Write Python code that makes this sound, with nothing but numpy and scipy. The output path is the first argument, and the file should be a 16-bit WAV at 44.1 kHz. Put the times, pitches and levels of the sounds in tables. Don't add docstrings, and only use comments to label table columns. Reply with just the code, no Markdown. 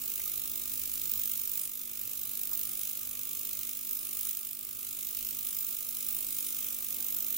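import sys
import numpy as np
from scipy import signal
from scipy.fft import rfft, irfft, next_fast_len
from scipy.io import wavfile
from scipy.ndimage import uniform_filter1d, map_coordinates

SR = 44100
rng = np.random.default_rng(int(sys.argv[2]) if len(sys.argv) > 2 else 0)


def waveform_to_disk(signal):
    frames = np.transpose(np.atleast_2d(signal))
    scaled = np.clip(frames, -1, 1) * 32767
    samples = np.round(scaled).astype(np.int16)
    wavfile.write(sys.argv[1], SR, samples)


def nominal_scale(level):
    x = np.asarray(level, float) / 20
    return 10 ** x


N = 325017

MAINS_HZ = 50.09
CREST = 0.888
ONSET = 0.29
JITTER = 0.02
HISS_DB, CASE_DB = -49.5, -60
RIM_DB, LIP_DB, WALL_DB, BASE_DB = -6.5, -2, 4, 10
DUCK_S, RECOVER_S = 0.027, 0.42
TOP_HZ = 15825

# (time [s], extra level [dB])
SURGES = [(.138, 0.5), (.797, 0.5), (1.016, 2.5), (1.057, 1), (1.135, 0.5), (1.158, -1), (1.534, 0.5),
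          (2.454, -1), (2.533, 2.5), (2.593, 2), (2.873, 2.5), (3.332, 0), (3.373, 0), (3.452, 3),
          (3.81, 1), (4.13, 1.5), (5.468, 4.5), (5.587, -1), (5.609, -0.5), (6.086, 3), (6.226, 1),
          (6.486, 1), (7.085, 0), (7.325, -0.5)]
# (frequency [Hz], level per Hz [dB])
HISS_SPECTRUM = [(500, -58), (800, -37.5), (1050, -31.5), (1250, -14), (1550, -19), (1950, -17),
                 (2400, -8.5), (3900, -4.5), (4650, -5), (7200, 0.5), (8460, -3.5), (11300, 1), (13000, 6),
                 (15700, -0.5)]
# (frequency [Hz], half-width [Hz], level [dB])
TANK_NULLS = [(4250, 110, -4.5), (4750, 170, -4.5), (5600, 200, -2), (5000, 120, 1.5), (11700, 150, 2)]
# (frequency [Hz], width [Hz], level [dB])
BEAKER_MODES = [(9550, 600, 0), (10450, 300, 0)]
# (frequency [Hz], width [Hz], level [dB])
WALL_MODES = [(14000, 480, 0), (13400, 400, -8)]
# (frequency [Hz], width [Hz], level [dB])
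BASE_MODES = [(15080, 500, 0), (15500, 350, -4)]
# (frequency [Hz], width [Hz], level [dB])
LID_MODES = [(1110, 29, -14.5), (1230, 33, 2.5), (1389, 27, -1), (2143, 9.5, 4.5), (2330, 13, 1)]
# (time [s], half-length [s], level [dB])
CLOUD_SWELLS = [
    (1.55, .13, 1),
    (2.8, 0.074, 1),
    (3.35, 0.64, -1),
    (4.4, 0.15, 1),
    (4.92, .08, -0.5),
    (6.55, 0.39, 0.5),
    (7.25, 0.081, 0.5),
]
# (time [s], half-length [s], level [dB])
RIM_LOCKS = [
    (1.635, 0.038, 14),
    (1.954, .1, -17),
    (2.7, 0.17, 7.5),
    (4.112, 0.42, 9),
    (5.0, 0.3, 1),
    (6.28, 0.17, 8.5),
    (6.49, .04, 8.5),
]
# (time [s], half-length [s], level [dB])
LIP_LOCKS = [
    (1.62, .04, 7),
    (2.9, .1, 6),
    (4.25, .05, 5),
    (5.2, 0.13, -5),
    (5.5, 0.05, 7),
    (5.9, 0.32, 5.5),
    (6.18, .045, 3),
    (6.45, .15, 2),
]
# (time [s], half-length [s], level [dB])
WALL_LOCKS = [
    (.3, .1, 3.9),
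    (1.5, .3, 4.7),
    (2.45, .12, 3.7),
    (2.6, 0.038, 7.9),
    (3.94, .05, 8),
    (5.6, .05, 4),
    (7.1, .2, 3.7),
    (7.33, 0.037, 8.5),
]
# (time [s], half-length [s], level [dB])
BASE_LOCKS = [(.05, .1, 0), (1.17, 0.16, 5), (1.55, .05, 4), (2.25, .05, 1), (2.54, 0.041, 6),
              (3.33, 0.1, 1), (3.94, .04, 5), (4.25, .1, 1.5), (4.75, 0.27, -1.5), (5.47, .03, 3),
              (5.62, .04, 5), (6.13, 0.055, 6), (6.75, 0.21, -1), (7.2, .1, 3)]
# (frequency [Hz], correlation [0-1])
LIKENESS = [(800, 0.26), (1400, 0.77), (3000, 0.61), (6000, 0.58), (9000, 0.4), (12000, 0.38),
            (15000, 0.35)]
# (frequency [Hz], level [dB])
SHOP_SPECTRUM = [(800, 3), (2500, 2), (6000, -7), (10000, -3.5), (13000, -11.5), (15500, -6.5)]
# (mains multiple [1], level [dB])
HUM = [(1, -14), (2, -7), (3, -49), (4, -3.5), (5, 2.5), (6, -3), (7, -5), (8, -9), (9, -15), (10, -26.5),
       (11, -11), (12, -12), (13, -9), (14, -61), (15, -18.5)]
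PANELS_HZ = (225, 425)
# (frequency [Hz], level [dB])
WHINE = [(1132, -79), (1152, -81)]
# (frequency [Hz], level per Hz [dB])
AIR_SPECTRUM = [(12, 0), (20, -9.5), (107, -7), (152, -8.5), (252, -5.5), (409, -6.5), (492, -14),
                (553, -7.5), (633, -10), (841, -21.5), (962, -13.5), (1050, -20.5), (1100, -14.5),
                (1430, -48), (2420, -120)]
# (frequency [Hz], width [Hz], level [dB])
FAN_MODES = [(45, 11.3, 2), (108.5, 9.2, 1)]
# (time [s], half-length [s], level [dB])
DRAUGHT = [
    (.9, 0.82, 7),
    (2.0, .4, 2.5),
    (4.3, .4, -1),
    (5.5, .4, -1),
    (6.95, .3, 2),
]
# (time [s], level [dB], frequency [Hz], width [Hz], rise [s], t60 [s])
TICKS = [
    (0.193, -45, 700, 1410, 0.0011, 0.03),
    (0.201, -40, 2200, 450, 0.00069, 0.027),
    (.258, -51, 1230, 50, 0.0033, .1),
    (2.516, -46.5, 1010, 300, .002, 0.056),
]
# (time [s], level [dB], frequency [Hz], width [Hz], rise [s], t60 [s])
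BUMP = [
    (6.95, -49, 320, 260, .04, .4),
    (6.995, -52, 260, 220, .003, .15),
]
# (time [s], depth [dB])
DUCKS = [
    (1.38, 2),
    (1.66, 4.5),
    (2.9, 1),
    (3.7, 2.5),
    (4.31, 3.5),
    (4.47, 3.5),
    (5.72, 1.5),
]
# (frequency [Hz], left minus right [dB])
LEAN = [(60, 0.7), (400, 1.5), (1300, -2.5), (3000, 0.6), (8000, 0.1), (11000, -0.2), (13000, -3.3),
        (15000, -6.5)]
# (frequency [Hz], left lag [rad])
LAG = [(300, .1), (4000, .2), (8700, .5), (10000, 1.9), (13000, 1.9), (14000, 2.7), (15000, 1.2)]


def unit(x):
    return x / np.sqrt(np.mean(x ** 2) + 1e-20)


def along(points, hz):
    f, v = np.transpose(points)
    return np.interp(np.log(hz + 1), np.log(f + 1), v)


def wobble(rate):
    knots = rng.standard_normal(int(N * rate / SR) + 4)
    return map_coordinates(knots, [np.arange(N) * rate / SR], order=2)


def swells(rows, drift_db, rate):
    t = np.arange(0, N + 99, 99) / SR
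    bells = sum(db * np.exp(-((t - s) / half) ** 2) for s, half, db in rows)
    return np.interp(np.arange(N) / SR, t, bells) + drift_db * wobble(rate)


def filtered(x, response):
    m = next_fast_len(N + SR // 2)
    return irfft(rfft(x, m) * response(np.fft.rfftfreq(m, 1 / SR)), m)[..., :N]


def ringing(x, modes):
    def response(f):
        return sum(nominal_scale(db) * 1j * f * w / (c * c - f * f + 1j * f * w) for c, w, db in modes)
    return unit(filtered(x, response))


def stereo_noise(alike):
    def mid_side(hz):
        turn = np.arccos(np.clip(along(alike, hz), -1, 1)) / 2
        return np.array([np.cos(turn), np.sin(turn)])
    mid, side = filtered(rng.standard_normal((2, N)), mid_side)
    return np.array([mid + side, mid - side])


def supply(sharp, rest_db, scatter_db, clump_db):
    cycle = MAINS_HZ * np.arange(N) / SR - CREST
    burst_db = scatter_db * rng.standard_normal(N // 800 + 3)
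    when, extra_db = np.transpose(SURGES)
    burst_db[np.round(MAINS_HZ * when - CREST).astype(int) + 1] = extra_db
    voltage = np.cos(2 * np.pi * (cycle + JITTER * wobble(40)))
    crest = np.clip(voltage - ONSET, 0, 1) ** sharp
    crest = crest * nominal_scale(burst_db)[np.round(cycle).astype(int) + 1]
    crest = crest + nominal_scale(-27.5) * np.clip(-np.cos(2 * np.pi * cycle), 0, 1) ** sharp
    linger = np.exp(-1 / (0.002 * SR))
    crest = signal.lfilter([1 - linger], [1, -linger], crest)
    remnant = nominal_scale(rest_db + 1.0 * wobble(60))
    return unit((crest + remnant) * nominal_scale(clump_db * wobble(1500)))


def shop(strength, t60):
    fade = nominal_scale(-120 / (t60 * SR))
    power = signal.lfilter([1 - fade], [1, -fade], strength ** 2, zi=[1])[0]
    return filtered(np.sqrt(power) * rng.standard_normal((2, N)), lambda hz: nominal_scale(along(SHOP_SPECTRUM, hz)))


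def shimmer(x, patchy_db):
    z = signal.stft(x, nperseg=128)[2]
    field = rng.standard_normal((1, *z.shape[1:]))
    field = uniform_filter1d(field, size=2, axis=1)
    field = uniform_filter1d(field, size=120, axis=2)
    field = uniform_filter1d(field, size=60, axis=2)
    return signal.istft(z * nominal_scale(patchy_db * unit(field)), nperseg=128)[1][:, :N]


def bath():
    strength = supply(sharp=1.27, rest_db=-17.0, scatter_db=0.5, clump_db=2.0)
    cloud = strength * stereo_noise(LIKENESS) + shop(strength, t60=0.31)
    cloud = shimmer(cloud, patchy_db=0.78)

    def tank(hz):
        nulls = sum(db * np.exp(-((hz - c) / w) ** 2) for c, w, db in TANK_NULLS)
        return nominal_scale(along(HISS_SPECTRUM, hz) + nulls)
    hiss = nominal_scale(11) * unit(filtered(cloud, tank))

    deep = (strength + 0.15) * stereo_noise(LIKENESS)
    parts = [(cloud, BEAKER_MODES[:1], RIM_DB, RIM_LOCKS), (deep, BEAKER_MODES[1:], LIP_DB, LIP_LOCKS),
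             (cloud, WALL_MODES, WALL_DB, WALL_LOCKS), (deep, BASE_MODES, BASE_DB, BASE_LOCKS)]
    rings = sum(nominal_scale(db + swells(locks, drift_db=0.7, rate=12)) * ringing(x, modes)
                for x, modes, db, locks in parts)
    shaken = (strength + 4.4) * stereo_noise([(1200, 1.0)])
    lid = nominal_scale(-16.5) * ringing(shaken, LID_MODES)
    level = nominal_scale(HISS_DB + swells(CLOUD_SWELLS, drift_db=0.24, rate=9))
    return level * (hiss + rings + lid)


def case():
    t = np.arange(N) / SR

    def phase(k):
        panels_passed = np.sum(k * MAINS_HZ > np.array(PANELS_HZ))
        return 3.5 - 0.25 * k + np.pi * (1 + panels_passed)
    hum = sum(nominal_scale(db + 1.2 * wobble(6)) * np.cos(2 * np.pi * k * MAINS_HZ * t + phase(k))
              for k, db in HUM[1:])
    whine = sum(nominal_scale(db + 64.0 + 4.2 * wobble(5.1)) * np.sin(2 * np.pi * hz * t) for hz, db in WHINE)
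    pair = stereo_noise([(60, 0.76), (900, 0.17)])
    air = nominal_scale(-3.0) * unit(filtered(pair, lambda hz: nominal_scale(along(AIR_SPECTRUM, hz))))
    fan = nominal_scale(-10.0 + swells(DRAUGHT, drift_db=0.6, rate=2.7)) * ringing(pair, FAN_MODES)
    return nominal_scale(CASE_DB + 0.6 * wobble(4.5)) * (nominal_scale(-2.5) * unit(hum) + whine + air + fan)


def ticks():
    out, t = np.zeros(N + SR), np.arange(SR // 3) / SR
    for s, db, hz, width, rise, t60 in TICKS + BUMP:
        puff = rng.standard_normal(len(t)) * nominal_scale(-60 * t / t60) * (1 - np.exp(-t / rise))
        body = signal.lfilter(*signal.iirpeak(hz, hz / width, SR), puff)
        out[round(s * SR):][:len(t)] += nominal_scale(db) * body / np.abs(body).max()
    return out[:N]


def scene():
    return bath() + case() + ticks()


def gain_control():
    duck_db = np.zeros(N)
    for s, db in DUCKS:
        late = np.clip(np.arange(N) / SR - s, 0, None)
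        duck_db += db * (1 - np.exp(-late / DUCK_S)) * np.exp(-late / RECOVER_S)
    return nominal_scale(-duck_db)


def microphones(x):
    side = np.array([[0.5], [-0.5]])

    def ports(hz):
        return nominal_scale(along(LEAN, hz) * side) * np.exp(-1j * along(LAG, hz) * side) * (hz < TOP_HZ)
    return filtered(x, ports)


def band_dropouts(x, margin_db, valley):
    hz, t, z = signal.stft(x, SR, window="cosine", nperseg=2048)
    rows = z.shape[1] // 6 * 6
    power = np.mean(np.abs(z[:, :rows].reshape(2, -1, 6, len(t))) ** 2, axis=(0, 2))
    band_db = 10 * np.log10(power + 1e-20)
    band_db = band_db - np.mean(band_db[3:55], axis=0)
    usual_db = uniform_filter1d(band_db, size=40, axis=1)
    around_db = uniform_filter1d(usual_db, size=11, axis=0)
    threshold_db = usual_db - margin_db + valley * (around_db - usual_db)
    dropped = np.repeat(band_db < threshold_db, 6, 0)
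    dropped &= ((hz[:rows] > 420) & (hz[:rows] < 6800))[:, None]
    keep = np.where(dropped, nominal_scale(-22), 1)
    keep = np.pad(keep, ((0, z.shape[1] - rows), (0, 0)), constant_values=1)
    return signal.istft(z * keep, SR, window="cosine", nperseg=2048)[1][:, :N]


def roll_off(x):
    return signal.sosfilt(signal.butter(12, 17080, fs=SR, output="sos"), x)


def record(dry):
    heard = microphones(dry * gain_control())
    mix = band_dropouts(heard, margin_db=2.75, valley=0.27)
    return roll_off(mix)


dry = scene()
out = record(dry)
waveform_to_disk(out)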